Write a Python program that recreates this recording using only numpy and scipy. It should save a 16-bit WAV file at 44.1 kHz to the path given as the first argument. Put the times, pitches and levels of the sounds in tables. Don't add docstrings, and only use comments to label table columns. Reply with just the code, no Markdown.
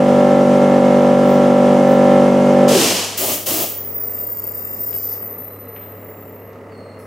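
import sys
import numpy as np
from scipy import signal
from scipy.fft import rfft, irfft, next_fast_len
from scipy.io import wavfile
from scipy.ndimage import uniform_filter1d, minimum_filter1d

SR = 44100
rng = np.random.default_rng(int(sys.argv[2]) if len(sys.argv) > 2 else 0)


def generate_wav(signal):
    frames = np.transpose(np.atleast_2d(signal))
    scaled = np.clip(frames, -1, 1) * 32767
    pcm = np.round(scaled).astype(np.int16)
    wavfile.write(sys.argv[1], SR, pcm)


N = 311346
TIME = np.arange(N) / SR
PADDED = next_fast_len(N, real=True)
BINS = np.fft.rfftfreq(PADDED, 1 / SR)

# [multiple of shaft speed, relative level/dB]
STROKE_OVERTONES = [(1, -30.5), (2, -60), (3, -9), (4, -2), (5, 1.5), (6, -8), (7, -9.5), (8, -8), (9, -13),
                    (10, -4.5), (11, 1), (12, 1), (13, -18.5), (14, -17), (15, -11.5), (16, -6.5),
                    (17, -17), (18, -20), (19, -18), (20, -16), (21, -21.5), (22, -21), (23, -22),
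                    (24, -27.5), (25, -22), (26, -31.5), (27, -18.5), (28, -18.5), (29, -45)]
# [f/Hz, relative level/dB]
CASING_BUZZ = [(1460, -39.5), (1600, -28), (1680, -32), (1750, -23), (1850, -43), (2000, -28.5),
               (2070, -37), (2140, -27.5), (2300, -50), (2900, -44), (4000, -50)]
# [f/Hz, density/dB per Hz]
INTAKE_COLOUR = [(40, -34), (100, -25), (190, -5), (400, -5.5), (650, -7), (950, -15), (1250, -18),
                 (1450, -19.5), (2100, -24), (3000, -24.5), (4000, -33), (6000, -32), (10000, -41),
                 (15500, -52.5)]
# [f/Hz, density/dB per Hz]
FAN_COLOUR = [(30, -38), (75, -11.5), (140, -7.5), (255, -0.5), (330, -5.5), (440, 2.5), (560, -0.5),
              (760, -10), (1270, -14), (1450, -20.5), (1700, -19.5), (2020, -16), (2350, -28), (2820, -33),
              (3400, -34.5), (6000, -38.5), (12000, -40)]
# [f/Hz, density/dB per Hz]
RATTLE_COLOUR = [(100, -30), (600, -6), (880, 0), (1050, -17.5), (1250, 14), (1500, -11.5), (2050, -4),
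                 (2400, -8.5), (2750, -1), (3200, -27), (8000, -38)]
# [t/s, level/dB, width/s]
WISP_TIMES = [(1.32, -43, .05), (1.92, -44, 0.049)]
# [f/Hz, density/dB per Hz]
WISP_COLOUR = [(11500, -30), (13500, -10), (14600, 3), (15600, -6)]
# [f/Hz, density/dB per Hz]
VENT_COLOUR = [(40, -45), (90, -28), (200, -10.5), (600, 6), (1500, -2.5), (2200, -1.5), (2900, 4.5),
               (3700, 0), (5300, 2.5), (7500, 0), (10000, -4.5), (13000, -6.5), (15800, -12)]
# [t/s, held/s, level/dB]
TRIGGER_PULLS = [(3.17, 0.17, -17), (3.459, 0.16, -17.5)]
# [f/Hz, density/dB per Hz]
GUN_COLOUR = [(40, -52), (800, -13), (1500, -9.5), (2400, -6.5), (3100, -0.5), (3600, -6.5), (5000, -4),
              (7300, -2), (9200, -4.5), (12500, -0.5), (15800, 1.5)]
# [f/Hz, density/dB per Hz]
BLAST_COLOUR = [(40, -50), (100, -13), (200, -10.5), (310, 2), (460, -5.5), (620, 0.5), (900, -14),
                (1250, -12.5), (1500, -28), (4000, -48)]
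# [t/s, first f/Hz, last f/Hz, bow/Hz, level before boost/dB, pitch jitter/Hz]
WHISTLE_NOTES = [(3.5, 15070, 14800, -50, -30, 18), (3.83, 14700, 15450, 100, -29, 55),
                 (3.939, 14940, 14490, -140, -26, 18), (4.43, 14430, 14040, 338, -25.5, 18),
                 (5.14, 14330, 14150, 276, -30.5, 64), (5.29, 13830, 14170, 40, -35, 22),
                 (5.5, 13880, 13680, 109, -42, 18), (5.93, 14580, 14830, 52, -45, 55),
                 (6.16, 14320, 14650, -59, -46, 85), (6.37, 13250, 13360, -60, -52, 93)]
# [t/s, level/dB]
LEAK_LEVEL = [(3.6, -56), (3.9, -53.5), (4.6, -52.5), (4.8, -49.5), (5.14, -44.5), (5.28, -62.5),
              (6.2, -76), (7.06, -79)]
# [f/Hz, density/dB per Hz]
LEAK_COLOUR = [(2500, -20), (4200, -10), (5250, 4), (6200, -2), (7300, -3), (8600, -4), (9400, 1),
               (10800, -8.5), (13000, -3), (15500, -10)]
# [t/s, f/Hz]
HOARSE_GUIDE = [(3.85, 5140), (4.398, 4840), (4.762, 5100), (5.172, 4980), (5.2, 4830)]
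# [t/s, level/dB, centre f/Hz, dying time/s]
HANDLING_KNOCKS = [(4.17, -52, 2700, 0.046), (4.927, -42, 2600, 0.01), (5.761, -33.5, 1780, 0.0095),
                   (5.81, -56, 2600, .06), (6.53, -58, 4010, .015)]
# [t/s, length/s, first f/Hz, last f/Hz, bow/Hz, level/dB, octave level/dB, breath level/dB]
SIDE_NOTES = [(5.22, .73, 3830, 3900, 180, -74, 7, -13), (5.21, 0.93, 12400, 12900, -3000, -61.5, -60, -10),
              (5.93, .42, 3860, 3690, -11, -80.5, 12, -12), (6.70, .26, 4540, 4380, -190, -59, -10, 3)]
# [t/s, level/dB, dying time/s]
LATE_HISS = (6.98, -50.5, .15)
# [f/Hz, density/dB per Hz]
LATE_HISS_COLOUR = [(3500, -24), (5300, -3), (6800, -13), (10700, 2), (13000, -8), (15500, -4)]
# [f/Hz, t60/s]
ROOM_DECAY = [(100, 0.12), (500, 0.75), (3000, 0.87), (8000, 0.56), (15000, 0.3)]
# [f/Hz, correlation]
LIKENESS = [(200, 1.0), (600, .99), (1000, 0.87), (1500, 0.55), (2500, 0.88), (5000, 0.73), (9000, 0.72),
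            (14000, 0.82)]
# [f/Hz, left minus right/dB]
MIC_BALANCE = [(380, 0.5), (700, -1), (1290, -1), (2400, 0.5), (4400, -1), (8100, 2), (15000, 2)]

PUMP_HZ, FAN_HZ = 48.68, 36.15
PUMP_DB, FILLING_DB_PER_S = -10.5, 0.35
BEAT_HZ, BEAT_CREST_S, BEAT_DB = 2.53, 0.15, 0.44
CUT_S, COAST_S, STALL_S = 2.70, .2, 0.17
COAST_SHAPE = .72
MAINS_HZ, MAINS_DB = 100.5, -43.5
FAN_RATTLE_DB = -54
VENT_OPEN_S, VENT_FULL_S, VENT_DB = 2.675, 2.806, -15
NEEDLE_END_S = 6.5
WIDE_FROM_S, WIDE_UNTIL_S = 3.8, 5.21
EDGE_HZ = 15850


def gain_of(db):
    return 10 ** (np.asarray(db) / 20)


def evened(x):
    return x / np.sqrt(np.mean(x ** 2) + 1e-20)


def read(points, hz):
    f, value = np.transpose(points)
    return np.interp(np.log(hz + 1), np.log(f + 1), value)


def level(rows):
    s, db = np.transpose(rows)
    inside = (TIME > s[0] - .04) * (TIME < s[-1] + .04)
    return gain_of(np.interp(TIME, s, db)) * inside


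def held(start, end, ramp_s):
    return np.clip(np.minimum(TIME - start, end - TIME) / ramp_s, 0, 1)


def low_passed(x, hz):
    return irfft(rfft(x, PADDED) / (1 + (BINS / hz) ** 4), PADDED)[..., :N]


def wander(rate_hz):
    return evened(low_passed(rng.standard_normal(PADDED), rate_hz))


def air(spectrum):
    common, apart = rfft(rng.standard_normal((2, PADDED)))
    same = np.clip(read(LIKENESS, BINS), -1, 1)
    mid, side = common * np.sqrt(1 + same), apart * np.sqrt(1 - same)
    coloured = np.array([mid + side, mid - side]) * gain_of(read(spectrum, BINS))
    return evened(irfft(coloured, PADDED)[:, :N])


def garage(x):
    noise = air([(20, 0), (20000, 0)])[:, :SR // 2]
    hz, t, z = signal.stft(noise, SR, nperseg=256)
    decay = gain_of(-60 * t / read(ROOM_DECAY, hz)[:, None])
    tail = signal.istft(z * decay, SR, nperseg=256)[1]
    tail = tail / np.linalg.norm(tail[0])
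    return signal.fftconvolve(np.atleast_2d(x), tail, axes=1)[:, :N]


def echoing(tone, wet):
    return np.sqrt(1 - wet) * tone + np.sqrt(wet) * garage(tone)


def overtones(shaft_hz, turns, size, lag, flutter):
    unrest = [wander(3.7) + 1j * wander(8.5) for _ in range(5)]
    hz = shaft_hz * np.arange(1, len(size) + 1)
    spread = np.arccos(np.clip(read(LIKENESS, hz), -1, 1)) / 2
    step, spin = np.exp(2j * np.pi * turns), np.ones(N, complex)
    mid, side = np.zeros((2, N))
    for k, amplitude in enumerate(size):
        spin = spin * step
        unsteady = 1 + flutter * (k + 1) * unrest[k % len(unrest)]
        partial = amplitude * np.exp(1j * lag[k]) * spin * unsteady
        mid += np.cos(spread[k]) * partial.real
        side += (-1) ** k * np.sin(spread[k]) * partial.imag
    return evened(np.array([mid + side, mid - side]))


def glide(start, length, first_hz, last_hz, bow_hz, flatness):
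    u = np.clip((TIME - start) / length, 0, 1)
    return first_hz + (last_hz - first_hz) * u + bow_hz * (1 - abs(2 * u - 1) ** flatness)


def whistle(pitch, loudness, jitter_hz, breath_db, breath_hz, partials):
    turns = np.cumsum(pitch + jitter_hz * wander(61.5)) / SR
    tone = np.zeros(N)
    for multiple, partial_db in partials:
        skirt = gain_of(breath_db) * (wander(breath_hz) + 1j * wander(breath_hz)) / np.sqrt(2)
        partial = (1 + skirt) * np.exp(2j * np.pi * multiple * turns)
        tone += gain_of(partial_db) * partial.real
    return tone * np.sqrt(2 / (1 + gain_of(breath_db) ** 2)) * loudness


def compressor(scatter=0.74, intake_db=-13.0, throb=0.04, ring_s=0.066, stall_db=-11.5,
               stall_room_db=-3, tank_hz=160, waver_db=0.33, flutter=.0095):
    since_cut = np.maximum(TIME - CUT_S, 0)
    speed = PUMP_HZ * np.exp(-(since_cut / COAST_S) ** COAST_SHAPE)
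    beat = BEAT_DB * np.cos(2 * np.pi * BEAT_HZ * (TIME - BEAT_CREST_S))
    effort_db = PUMP_DB + FILLING_DB_PER_S * TIME + beat + waver_db * wander(16)
    effort = gain_of(effort_db) * np.exp(-np.minimum(since_cut / STALL_S, 10) ** 2)

    stroke_db = np.transpose(STROKE_OVERTONES)[1]
    upper = np.arange(len(stroke_db) + 1, 3 * len(stroke_db))
    buzz_db = read(CASING_BUZZ, upper * PUMP_HZ) + 1.5 * rng.standard_normal(len(upper))
    size = gain_of(np.r_[stroke_db, buzz_db])
    mirrored = np.log(np.r_[size[0], size, size[::-1]])
    lag = -signal.hilbert(mirrored).imag[1:len(size) + 1]
    lag += scatter * rng.standard_normal(len(size))

    drone_turns = np.cumsum(PUMP_HZ * (1 + 0.00065 * wander(6.7))) / SR
    drone = overtones(PUMP_HZ, drone_turns, size, lag, flutter) * np.exp(-since_cut / ring_s)
    turns = np.cumsum(speed) / SR
    stall = overtones(PUMP_HZ, turns, size, lag, flutter)
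    stall = stall * (1 - np.exp(-since_cut / 0.016)) * effort
    bass_cut = signal.butter(N=4, Wn=tank_hz, btype="high", fs=SR, output="sos")
    stall = signal.sosfilt(bass_cut, stall)
    gulps = evened(air(INTAKE_COLOUR) * (1 + throb * np.cos(2 * np.pi * (turns - .25))))
    running = effort * (drone + gain_of(intake_db) * gulps)
    return running + gain_of(stall_db) * stall + gain_of(stall_room_db) * garage(stall)


def fan(rush_db=-40, whirr_db=-41, throb=0.06, scatter=1.61, flutter=0.015):
    turns = np.cumsum(FAN_HZ * (1 + 0.001495 * wander(1.96))) / SR
    hz = FAN_HZ * np.arange(1, 85)
    size = gain_of(read(FAN_COLOUR, hz) + 2 * rng.standard_normal(len(hz)))
    lag = np.cumsum(scatter * rng.standard_normal(len(hz)))
    whirr = overtones(FAN_HZ, turns, size, lag, flutter)
    rush = evened(air(FAN_COLOUR) * (1 + throb * np.cos(2 * np.pi * turns)))
    hum = np.sqrt(2) * np.sin(2 * np.pi * MAINS_HZ * TIME) * gain_of(.9 * wander(4))
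    rattle = evened(air(RATTLE_COLOUR) * np.exp(-(turns % 1) / 0.41))
    steady = gain_of(MAINS_DB) * hum + gain_of(whirr_db) * whirr + gain_of(FAN_RATTLE_DB) * rattle
    return steady + gain_of(rush_db + .5 * wander(2.6)) * rush


def wisps():
    flow = np.zeros(N)
    for s, db, width in WISP_TIMES:
        flow += gain_of(db) * np.exp(-((TIME - s) / width) ** 2)
    return air(WISP_COLOUR) * flow


def unloader(opening_s=0.012, swell_db_per_s=46, emptying_s=.27, emptying_shape=1.9,
             dull_hz=9500, dulling=0.47):
    swell = gain_of(VENT_DB - swell_db_per_s * np.maximum(VENT_FULL_S - TIME, 0))
    pressure = np.exp(-(np.maximum(TIME - VENT_FULL_S, 0) / emptying_s) ** emptying_shape)
    flow = np.clip((TIME - VENT_OPEN_S) / opening_s, 0, 1) * swell * pressure
    jet = air(VENT_COLOUR)
    body = low_passed(jet, dull_hz)
    dulled = body + (jet - body) * pressure ** dulling
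    return dulled * flow * gain_of(0.57 * wander(60))


def spray_gun(opening_s=0.0087, closing_s=0.078, blast_db=-8.5, blast_lag_s=0.019):
    flow = np.zeros(N)
    for s, held_s, db in TRIGGER_PULLS:
        opening = np.clip((TIME - s) / opening_s, 0, 1)
        flow += gain_of(db) * opening * np.exp(-np.maximum(TIME - s - held_s, 0) / closing_s)
    keep = np.exp(-1 / (blast_lag_s * SR))
    push = flow ** 2 / flow.max()
    blast = signal.lfilter([1 - keep], [1, -keep], push) * gain_of(blast_db + 1.85 * wander(18))
    return air(GUN_COLOUR) * flow * gain_of(0.36 * wander(60)) + air(BLAST_COLOUR) * blast


def needle(boost_db=3.5, undertone_db=-34):
    pitch, jitter, loudness = np.zeros((3, N))
    ends = [row[0] for row in WHISTLE_NOTES[1:]] + [NEEDLE_END_S]
    for (s, first_hz, last_hz, bow_hz, db, jitter_hz), end in zip(WHISTLE_NOTES, ends):
        note = glide(s, end - s, first_hz, last_hz, bow_hz, flatness=1.97)
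        pitch = np.where(TIME >= s, note, pitch)
        jitter = np.where(TIME >= s, jitter_hz, jitter)
        loudness += gain_of(db) * held(s, end, ramp_s=0.0057)
    shrill = whistle(pitch, loudness, jitter, breath_db=-22, breath_hz=320, partials=[(1, 0)])
    under_loudness = loudness * held(WIDE_FROM_S, WIDE_UNTIL_S, ramp_s=.05)
    under = whistle(pitch * 2 / 3, under_loudness, jitter_hz=60, breath_db=3, breath_hz=150,
                    partials=[(1, undertone_db)])
    return echoing(gain_of(boost_db) * shrill + under, wet=0.72)


def leak(hoarse_db=-6.5, breathy_hz=7300, breathy_db=-53):
    flow = level(LEAK_LEVEL)
    hoarse_pitch = np.interp(TIME, *np.transpose(HOARSE_GUIDE))
    hoarse_loudness = flow * held(WIDE_FROM_S, WIDE_UNTIL_S, ramp_s=.05)
    hoarse = whistle(hoarse_pitch, hoarse_loudness, jitter_hz=45.3, breath_db=0, breath_hz=130,
                     partials=[(0.98, hoarse_db)])
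    breathy = whistle(breathy_hz, held(3.93, WIDE_UNTIL_S, ramp_s=0.18), jitter_hz=120,
                      breath_db=12, breath_hz=450, partials=[(1, breathy_db)])
    hiss = air(LEAK_COLOUR) * flow * gain_of(0.72 * wander(12))
    return echoing(hoarse, wet=.4) + echoing(breathy, wet=0.89) + hiss


def handling(room_db=-4):
    out = np.zeros((2, N))
    for s, db, hz, dying in HANDLING_KNOCKS:
        age = np.maximum(TIME - s, 0)
        colour = [(hz / 8, -10), (hz / 2, -2), (hz, 0), (hz * 1.5, -4), (hz * 2, -16), (hz * 6, -42)]
        out += gain_of(db) * air(colour) * np.minimum(age / 0.0019, 1) * np.exp(-age / dying)
    return out + gain_of(room_db) * garage(out)


def side_whistles(flatness=2.9, drift=.004):
    tones = np.zeros(N)
    for s, length, first_hz, last_hz, bow_hz, db, octave_db, breath_db in SIDE_NOTES:
        loudness = gain_of(db) * held(s, s + length, ramp_s=0.018)
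        pitch = glide(s, length, first_hz, last_hz, bow_hz, flatness) * (1 + drift * wander(7))
        tones += whistle(pitch, loudness, jitter_hz=.005 * first_hz, breath_db=breath_db,
                         breath_hz=140, partials=[(1, 0), (2, octave_db)])
    return echoing(tones, wet=.52)


def late_hiss():
    s, db, dying = LATE_HISS
    opening = np.clip((TIME - s) / 0.018, 0, 1)
    fade = np.exp(-np.maximum(TIME - s, 0) / dying)
    return air(LATE_HISS_COLOUR) * gain_of(db) * opening * fade


def scene():
    machines = compressor() + fan() + unloader()
    gun = wisps() + spray_gun() + needle() + leak() + handling() + side_whistles()
    return machines + gun + late_hiss()


def record(dry):
    dry = dry * np.minimum(TIME / .004, 1)
    tilt = gain_of(read(MIC_BALANCE, BINS) * [[.5], [-.5]])
    heard = irfft(rfft(dry, PADDED) * tilt, PADDED)[:, :N]
    headroom = minimum_filter1d(1 / np.maximum(abs(heard).max(0), 1), size=441)
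    limited = heard * uniform_filter1d(uniform_filter1d(headroom, size=221), size=221)
    band = signal.firwin(511, EDGE_HZ, window=("kaiser", 9), fs=SR)
    return signal.oaconvolve(limited, band[None], "same")


dry = scene()
out = record(dry)
generate_wav(out)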